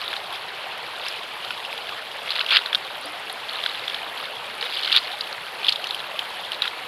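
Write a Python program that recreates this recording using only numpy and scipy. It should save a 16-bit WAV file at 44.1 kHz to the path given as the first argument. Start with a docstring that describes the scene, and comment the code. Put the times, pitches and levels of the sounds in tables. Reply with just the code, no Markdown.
"""A shallow river rushes and burbles over stones while someone walks slowly along its wet gravel bar.
Under each step grit crunches and pebbles clack together; tiny drops tick in the wet gravel.
One channel, as from a single microphone in the open air. The current is flickering noise and thousands
of ringing bubbles; grit and pebbles are clicks through resonances; drops are short resonant noise bursts."""
import sys
import numpy as np
from scipy import signal
from scipy.fft import rfft, irfft
from scipy.io import wavfile

SR = 44100
rng = np.random.default_rng(int(sys.argv[2]) if len(sys.argv) > 2 else 0)


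def master_out(mix):
    """Clip the mix to full scale and print it as 16-bit PCM to the path in sys.argv[1]."""
    frames = np.transpose(np.atleast_2d(mix))
    ceiling = np.clip(frames, -1, 1)
    pcm = np.round(ceiling * 32767).astype(np.int16)
    wavfile.write(sys.argv[1], SR, pcm)


N = 302967

# lower note of the larger stones bedded in the gravel
HOLLOW_HZ, HOLLOW_WIDTH_HZ = 1348, 230


def from_db(db):
    """Decibels to gain."""
    return 10 ** (np.asarray(db) / 20)


def rms_one(x):
    """Scale to rms 1."""
    return x / np.sqrt(np.mean(x ** 2) + 1e-20)


def at_hz(points, hz):
    """Read a spectrum, joined by straight lines on a log-frequency axis."""
    points = np.array(points)
    return np.interp(np.log(np.maximum(hz, 1)), np.log(points[:, 0]), points[:, 1])


def drift(rate_hz):
    """Smooth random wandering with rms 1: noise through a two-pole low-pass at the given rate."""
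    step = 40  # samples between drawn points
    warm_up = 2000  # points dropped while the filter settles
    r = np.exp(-2 * np.pi * rate_hz * step / SR)
    noise = rng.standard_normal(N // step + 2 + warm_up)
    smooth = signal.lfilter([1], [1, -2 * r, r * r], noise)[warm_up:]
    return np.interp(np.arange(N) / step, np.arange(len(smooth)), rms_one(smooth))


def response(spectrum, size=2048):
    """Causal (minimum-phase) impulse response with the given colour."""
    gain = from_db(at_hz(spectrum, np.linspace(0, SR / 2, size // 2 + 1)))
    cepstrum = irfft(np.log(gain))
    # folding the cepstrum forward in time makes the response causal
    cepstrum[1:size // 2] *= 2
    cepstrum[size // 2 + 1:] = 0
    return irfft(np.exp(rfft(cepstrum)))


def colour(x, impulse):
    """Pass a sound through an impulse response."""
    return signal.fftconvolve(x, impulse)[:len(x)]


def resonate(x, hz, width_hz):
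    """One resonance with gain 1 on top."""
    r = np.exp(-np.pi * width_hz / SR)
    zeros = np.array([1, 0, -1]) * (1 - r * r) / 2
    poles = [1, -2 * r * np.cos(2 * np.pi * hz / SR), r * r]
    return signal.lfilter(zeros, poles, x + 1e-18)


def add(out, s, sound):
    """Mix a short sound in at a time in seconds."""
    i = int(np.clip(round(s * SR), 0, N - 1))
    out[i:i + len(sound)] += sound[:N - i]


def grains(per_s, spread_db):
    """Random clicks of either sign, most small and a few large."""
    size_db = spread_db * np.minimum(rng.exponential(1, N), 4.5)
    sizes = from_db(size_db) * rng.choice([-1, 1], N)
    return sizes * (rng.random(N) < per_s / SR)


def rush(flicker_db, flicker_hz):
    """The blur of the farther current: white noise whose half-octave bands flicker on their own."""
    hz = np.linspace(0, SR / 2, N // 2 + 1)
    white = rfft(rng.standard_normal(N))
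    edges = np.r_[0, 200 * 2 ** np.arange(0, 7.1, .5)]
    out = 0
    for low, high in zip(edges, edges[1:]):
        band = irfft(white * ((hz >= low) & (hz < high)), N)
        out = out + band * from_db(flicker_db * drift(flicker_hz))
    return rms_one(out)


def bubble(hz, t60, rise):
    """A bubble rings down by 60 dB in t60 seconds, its pitch climbing as it nears the surface."""
    t = np.arange(int(t60 * SR) + 2) / SR
    ring = np.sin(2 * np.pi * hz * t * (1 + rise * t / t60 / 2))
    onset = 1 - np.exp(-t * hz)
    return ring * from_db(-60 * t / t60) * onset


def burble(spread_db, cycles, rise, count=9000):
    """Thousands of bubbles of all sizes; the small, high ones are more common and die sooner."""
    out = np.zeros(N)
    for when, size, strength, damping in rng.random((count, 4)):
        hz = 300 * (5500 / 300) ** (size ** .7)  # 300 to 5500 Hz
        gain = from_db(spread_db * min(-np.log(1 - strength), 4)) * (hz / 1000) ** 0.78
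        t60 = cycles * (.5 + damping) / hz
        add(out, when * N / SR, gain * bubble(hz, t60, rise))
    return rms_one(out)


# Colour of the current over the stones. Each row: frequency in Hz, filter gain in dB.
CURRENT_COLOUR = [(20, -40), (60, -20.5), (110, -13.5), (190, -13), (300, -12.5), (440, -4), (800, 0.5),
                  (1200, -1.5), (2000, -3.5), (3300, -2), (4400, -9.5), (6000, -26.5), (7800, -29),
                  (11300, -22), (15800, -42)]
# Fine wet hiss of the ripples. Each row: time in seconds, level in dB, joined by straight lines.
SPRAY_LEVEL = [(0.0, -54.5), (0.74, -57), (1.09, -54), (3.31, -55), (3.65, -53.5), (4.4, -55), (4.73, -53),
               (6.87, -54)]


def river(river_db=-33.5, bubbles_db=-10.0, surge_db=0.21, surge_hz=0.55, spray_hz=6500, crackle_db=-1.0):
    """Rush and near bubbles share one colour and surge gently; fine spray hisses and crackles above."""
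    tone = response(CURRENT_COLOUR, size=8192)
    bubbles = burble(spread_db=4.0, cycles=22.6, rise=0.1)
    water = rush(flicker_db=1.75, flicker_hz=19.0) + from_db(bubbles_db) * bubbles
    water = rms_one(colour(water, tone))

    high = signal.butter(4, spray_hz, "high", fs=SR, output="sos")
    hiss = signal.sosfiltfilt(high, water)
    pops = sum(resonate(grains(per_s=60, spread_db=3.4), hz, 600) for hz in np.geomspace(6000, 14500, 16))
    crackle = signal.sosfilt(high, colour(pops, tone))
    spray = rms_one(rms_one(hiss) + from_db(crackle_db) * rms_one(crackle))

    # the hiss leaves the current, so that the spray swells on its own
    current = from_db(river_db + surge_db * drift(surge_hz)) * (water - hiss)
    spray_s, spray_db = np.transpose(SPRAY_LEVEL)
    return current + from_db(np.interp(np.arange(N) / SR, spray_s, spray_db)) * spray


# A sole presses or pushes off the gravel. 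Each row: start in seconds, length in seconds,
# tread level at first in dB (before the crunch's trim), swell as the weight comes on in dB,
# boost or cut of the coarse stones' lower note in dB.
FOOT_PRESSES = [(0.0, .17, -34.5, -3, 1.5), (0.325, .035, -33, 2, -15), (1.009, .16, -35.5, -1.5, 3),
                (1.418, .55, -41.5, -2, -8), (2.279, .05, -25.5, 0.5, -5), (2.364, .05, -28, 2, 7),
                (2.499, .072, -22, 5.5, 4.5), (3.495, .48, -34, -1.5, 2), (4.167, 0.092, -37.5, -0.5, -5),
                (4.618, .29, -31, 4.5, -1), (4.929, .048, -23.5, 6.5, 0), (5.032, .1, -35, 0, -7),
                (5.627, .035, -33.5, 5, 6.5), (5.683, .045, -23, -8, -6), (5.846, .16, -36, -1, -10),
                (6.52, .025, -32, -2, -4), (6.638, .035, -29.5, 0.5, 7)]


def tread(attack_s=0.011, release_s=0.01, settle_db=-18, settle_s=.13, shuffle_db=-47):
    """Tread level and coarseness in dB: a press comes on fast, swells, lets go, and the grit settles."""
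    t = np.arange(N) / SR
    power = from_db(shuffle_db) ** 2  # gravel never lies quite still under the walker
    coarse = 0
    settling = from_db(settle_db)  # loosened grit trickles on
    for start, length, db, swell_db, coarse_db in FOOT_PRESSES:
        before = np.maximum(start - t, 0)
        after = np.maximum(t - start - length, 0)
        weight = from_db(db + swell_db * np.clip((t - start) / length, 0, 1))
        release = (1 - settling) * np.exp(-after / release_s) + settling * np.exp(-after / settle_s)
        press = (weight * np.exp(-before / attack_s) * release) ** 2
        power = power + press
        coarse = coarse + press * coarse_db
    return 10 * np.log10(power), coarse / power


# Colour of crunching grit. Each row: frequency in Hz, filter gain in dB.
GRIT_COLOUR = [(60, -51), (300, -22), (750, -12.5), (1300, -12.5), (1900, -11.5), (2600, -5.5),
               (3400, -0.5), (4200, -2), (5000, -12.5), (6000, -67), (8000, -47), (11000, -54),
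               (16000, -80)]
# Colour of water and fine sand squeezed between stones. Each row: frequency in Hz, filter gain in dB.
FIZZ_COLOUR = [(100, -46), (2500, -10), (5200, 14), (6500, 1), (8000, 0.5), (11300, 6.5), (13500, -6),
               (16000, -14)]


def crunch(tread_db, coarse_db, level_db=-0.5, clump_db=1.55, clump_hz=124,
           squish_db=-53.0, squish_growth=0.55, coarse_width_hz=1200):
    """Grit slips in clumps, denser under a harder tread; water pressed from between the grains fizzes."""
    per_s = 75 * from_db(.45 * (tread_db + 40))
    slipping_db = tread_db + clump_db * drift(clump_hz)
    # dividing by the root of the rate keeps the power even, so the tread alone sets the level
    stones = sum(resonate(grains(per_s / 2, spread_db=2.8), hz, 300) for hz in np.geomspace(1250, 4900, 12))
    stones = rms_one(stones / np.sqrt(per_s))
    sand = rms_one(grains(per_s * 25, spread_db=2.6) / np.sqrt(per_s))
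    grit = rms_one(colour(stones + from_db(-9) * sand, response(GRIT_COLOUR)))
    grit = grit + (from_db(coarse_db) - 1) * resonate(grit, HOLLOW_HZ, coarse_width_hz)

    fizz = rms_one(colour(sand, response(FIZZ_COLOUR)))
    squish = from_db(squish_db + squish_growth * (slipping_db + 30.5)) * fizz
    return from_db(slipping_db + level_db) * grit + squish


def moments(rate_db, chances):
    """Turn uniform chances into sample positions that crowd where the rate is high."""
    total = np.cumsum(from_db(rate_db))
    return np.searchsorted(total, chances * total[-1])


def random_knocks(tread_db, level_db=-28.5, crowding=.45, follows=.2, spread_db=2.2, ring_hz=3400,
                  ring_spread=0.097, low_db=-12.0, low_spread_db=0.5, count=60):
    """Further, quieter pebble knocks come at random, more often and harder under a heavy tread; rows as for
    clacks."""
    at = moments(crowding * tread_db, rng.random(count))
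    size, pitch, bed = np.clip(rng.standard_normal((count, 3)), -2, 2).T
    db = level_db + follows * (tread_db[at] + 30.5) + spread_db * size
    return list(zip(at / SR, db, ring_hz * np.exp(ring_spread * pitch), low_db + low_spread_db * bed))


# The loudest pebble knocks. Each row: start in seconds, level in dB (before the shared trim), # ring in Hz,
# hollow low ring in dB against the clack (before its trim).
PEBBLE_KNOCKS = [(0.1298, -24.5, 3460, 5.5), (0.165, -23, 3820, 0), (0.3515, -29, 2700, -19),
                 (1.0647, -23.5, 2430, -4), (1.5063, -21, 2580, -2), (1.6496, -24.5, 2900, -17),
                 (1.728, -23.5, 2160, -16), (1.7773, -25.5, 3400, -10), (1.8918, -24, 2670, -5),
                 (2.3053, -16.5, 3960, -24), (2.355, -20, 4000, -20), (2.4119, -23, 3900, -6),
                 (2.463, -19.5, 3330, -23), (2.489, -19, 2970, -11), (2.5083, -12.5, 3520, -10),
                 (2.522, -17, 3850, -8), (2.5434, -34, 3170, -8), (2.5598, -9, 3280, -7.5),
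                 (2.5696, -11, 3260, -1.5), (2.6602, -19, 3700, -3), (2.7293, -14.5, 3300, -1.5),
                 (2.7477, -9.5, 3770, -11), (2.7526, -13, 3640, -8), (3.2976, -25, 3660, -6),
                 (3.638, -18.5, 3450, -6), (3.6615, -15, 3420, -0.5), (3.8793, -17.5, 3550, -6),
                 (3.898, -22, 3320, -19), (3.945, -18.5, 3500, -16), (4.6112, -22.5, 4160, -22),
                 (4.6262, -19.5, 3360, -3), (4.8329, -20, 3620, -13), (4.8577, -22, 3720, -15),
                 (4.876, -19, 3800, -1), (4.919, -13.5, 3500, -10), (4.9264, -9, 3880, -19),
                 (4.953, -14, 3660, -24), (4.9637, -6, 3770, -29), (4.972, -8, 3600, -15),
                 (5.2092, -17, 4500, -20), (5.667, -20, 3680, -23), (5.6838, -9.5, 3480, -33),
                 (5.688, -10.5, 3350, -31), (5.6927, -10.5, 4170, -34), (5.7237, -15, 4170, -25),
                 (5.7589, -19, 3730, -22), (5.8414, -20.5, 2840, -25), (5.8697, -22.5, 3730, -14),
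                 (5.9082, -18.5, 3800, -20), (5.9459, -20.5, 2980, -27), (6.1918, -15.5, 3200, -27),
                 (6.5186, -20, 3160, -25), (6.6205, -11, 3680, -15), (6.6546, -21.5, 3190, 3.5),
                 (6.6775, -17, 3460, -3)]
# Colour of the sharp contact between two pebbles. Each row: frequency in Hz, filter gain in dB.
CONTACT_COLOUR = [(60, -55), (800, -23.5), (1400, -21.5), (2000, -7.5), (2700, 8), (3400, 3), (4200, -1),
                  (5000, -2.5), (6000, -28.5), (8000, -38), (11000, -49), (16000, -42)]


def clacks(knocks, level_db=-2.0, ring_width_hz=560, crack_db=-3.5, hollow_db=-2.5, chatter_s=.0036,
           fizz_db=-33.0, fizz_s=0.0071, size=1536, count=5):
    """Two pebbles touch and chatter, each touch weaker, at a slightly different pitch; wet sand spits."""
    out = np.zeros(N)
    contact, fizz = response(CONTACT_COLOUR), response(FIZZ_COLOUR)
    t = np.arange(size) / SR
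    window = np.sqrt(.004 * SR / size)  # levels count as rms over 4 ms
    for s, db, hz, low_db in knocks:
        touches = np.zeros((count, size))
        scrape = rng.standard_normal(size) * np.exp(-t / .003)
        touches[0] = (t == 0) + from_db(-31) * scrape
        share = (np.arange(count - 1) + rng.uniform(.3, 1, count - 1)) / (count - 1)
        at = (share * chatter_s * SR).astype(int)
        touches[np.arange(1, count), at] = np.exp(-1.3 * share) * rng.choice([-1, 1], count - 1)

        pitches = hz * np.r_[1, rng.uniform(.86, 1.16, count - 1)]
        ring = sum(resonate(touch, pitch, ring_width_hz) for touch, pitch in zip(touches, pitches))
        ring = colour(resonate(ring, hz, 2 * ring_width_hz), contact)
        crack = colour(touches.sum(0), contact)
        # larger stones bedded in the gravel answer with a lower, hollow note
        hollow = resonate(crack, HOLLOW_HZ * rng.uniform(1.0, 1.15), HOLLOW_WIDTH_HZ)
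        hollow = resonate(hollow, HOLLOW_HZ, 2 * HOLLOW_WIDTH_HZ)

        clack = rms_one(rms_one(ring) + from_db(crack_db) * rms_one(crack))
        clack = clack + from_db(low_db + hollow_db) * rms_one(hollow)
        spit = rms_one(colour(rng.standard_normal(size) * np.exp(-t / fizz_s), fizz))
        # the spit grows only half as fast in dB as the clack
        add(out, s, window * (from_db(db + level_db) * clack + from_db(db / 2 + fizz_db) * spit))
    return out


def small_drops(tread_db, level_db=-33.5, spread_db=2.0, crowding=0.22, low_hz=8500, high_hz=12800, count=36):
    """Faint drops tick at random, a little more often under a foot; rows as for ticks."""
    when, size, pitch = rng.random((count, 3)).T
    s = moments(crowding * tread_db, when) / SR
    return list(zip(s, level_db + spread_db * (2 * size - 1), low_hz + (high_hz - low_hz) * pitch))


# The clearest drops on wet stone. 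Each row: start in seconds, peak in dB (before the shared trim),
# pitch in Hz.
CLEAR_DROPS = [(0.327, -28, 10800), (1.084, -23.5, 10900), (1.0845, -13, 5030), (3.012, -27, 9800),
               (3.057, -24.5, 10400), (3.327, -24.5, 10400), (3.533, -28.5, 10000), (4.195, -36, 14200),
               (5.327, -14.5, 4280), (5.727, -19, 4850), (5.842, -22, 5300), (5.871, -28, 6000),
               (5.946, -28, 10900), (6.52, -26.5, 9100)]


def ticks(drops, level_db=-5.5, width=0.18, size=768):
    """Tiny drops burst with a short, thin tick; its resonance is a share of its pitch wide."""
    out = np.zeros(N)
    for s, db, hz in drops:
        burst = rng.standard_normal(size) * np.exp(-np.arange(size) / SR / .0018)
        tick = resonate(resonate(burst, hz, width * hz), hz, width * hz)
        add(out, s, from_db(db + level_db) * tick / np.abs(tick).max())
    return out


# Single bubbles in the current. 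Each row: start in seconds, level in dB, starting pitch in Hz,
# time to fall by 60 dB in seconds.
LONE_BUBBLES = [(0.64, -34, 577, 0.061), (0.644, -33, 262, 0.028), (3.04, -33, 4570, 0.095),
                (3.049, -39.5, 289, 0.3), (4.625, -31, 475, 0.16), (5.133, -21, 790, 0.06),
                (6.14, -26, 600, 0.076)]


def gurgles():
    """Now and then one bubble stands out of the current, its pitch rising by 24 percent."""
    out = np.zeros(N)
    for s, db, hz, t60 in LONE_BUBBLES:
        add(out, s, from_db(db) * bubble(hz, t60, rise=.24))
    return out


def scene():
    """The river and the footsteps in the open air."""
    water = river() + gurgles()
    tread_db, coarse_db = tread()
    steps = crunch(tread_db, coarse_db)
    steps = steps + clacks(PEBBLE_KNOCKS + random_knocks(tread_db))
    steps = steps + ticks(CLEAR_DROPS + small_drops(tread_db))
    return (water + steps)[None]


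def record(dry, cutoff_hz=15900):
    """The highest peaks are rounded and the top is cut steeply."""
    rounded = dry / (1 + (dry / .97) ** 8) ** (1 / 8)
    return signal.sosfilt(signal.ellip(10, .1, 80, cutoff_hz, fs=SR, output="sos"), rounded)


dry = scene()
out = record(dry)
master_out(out)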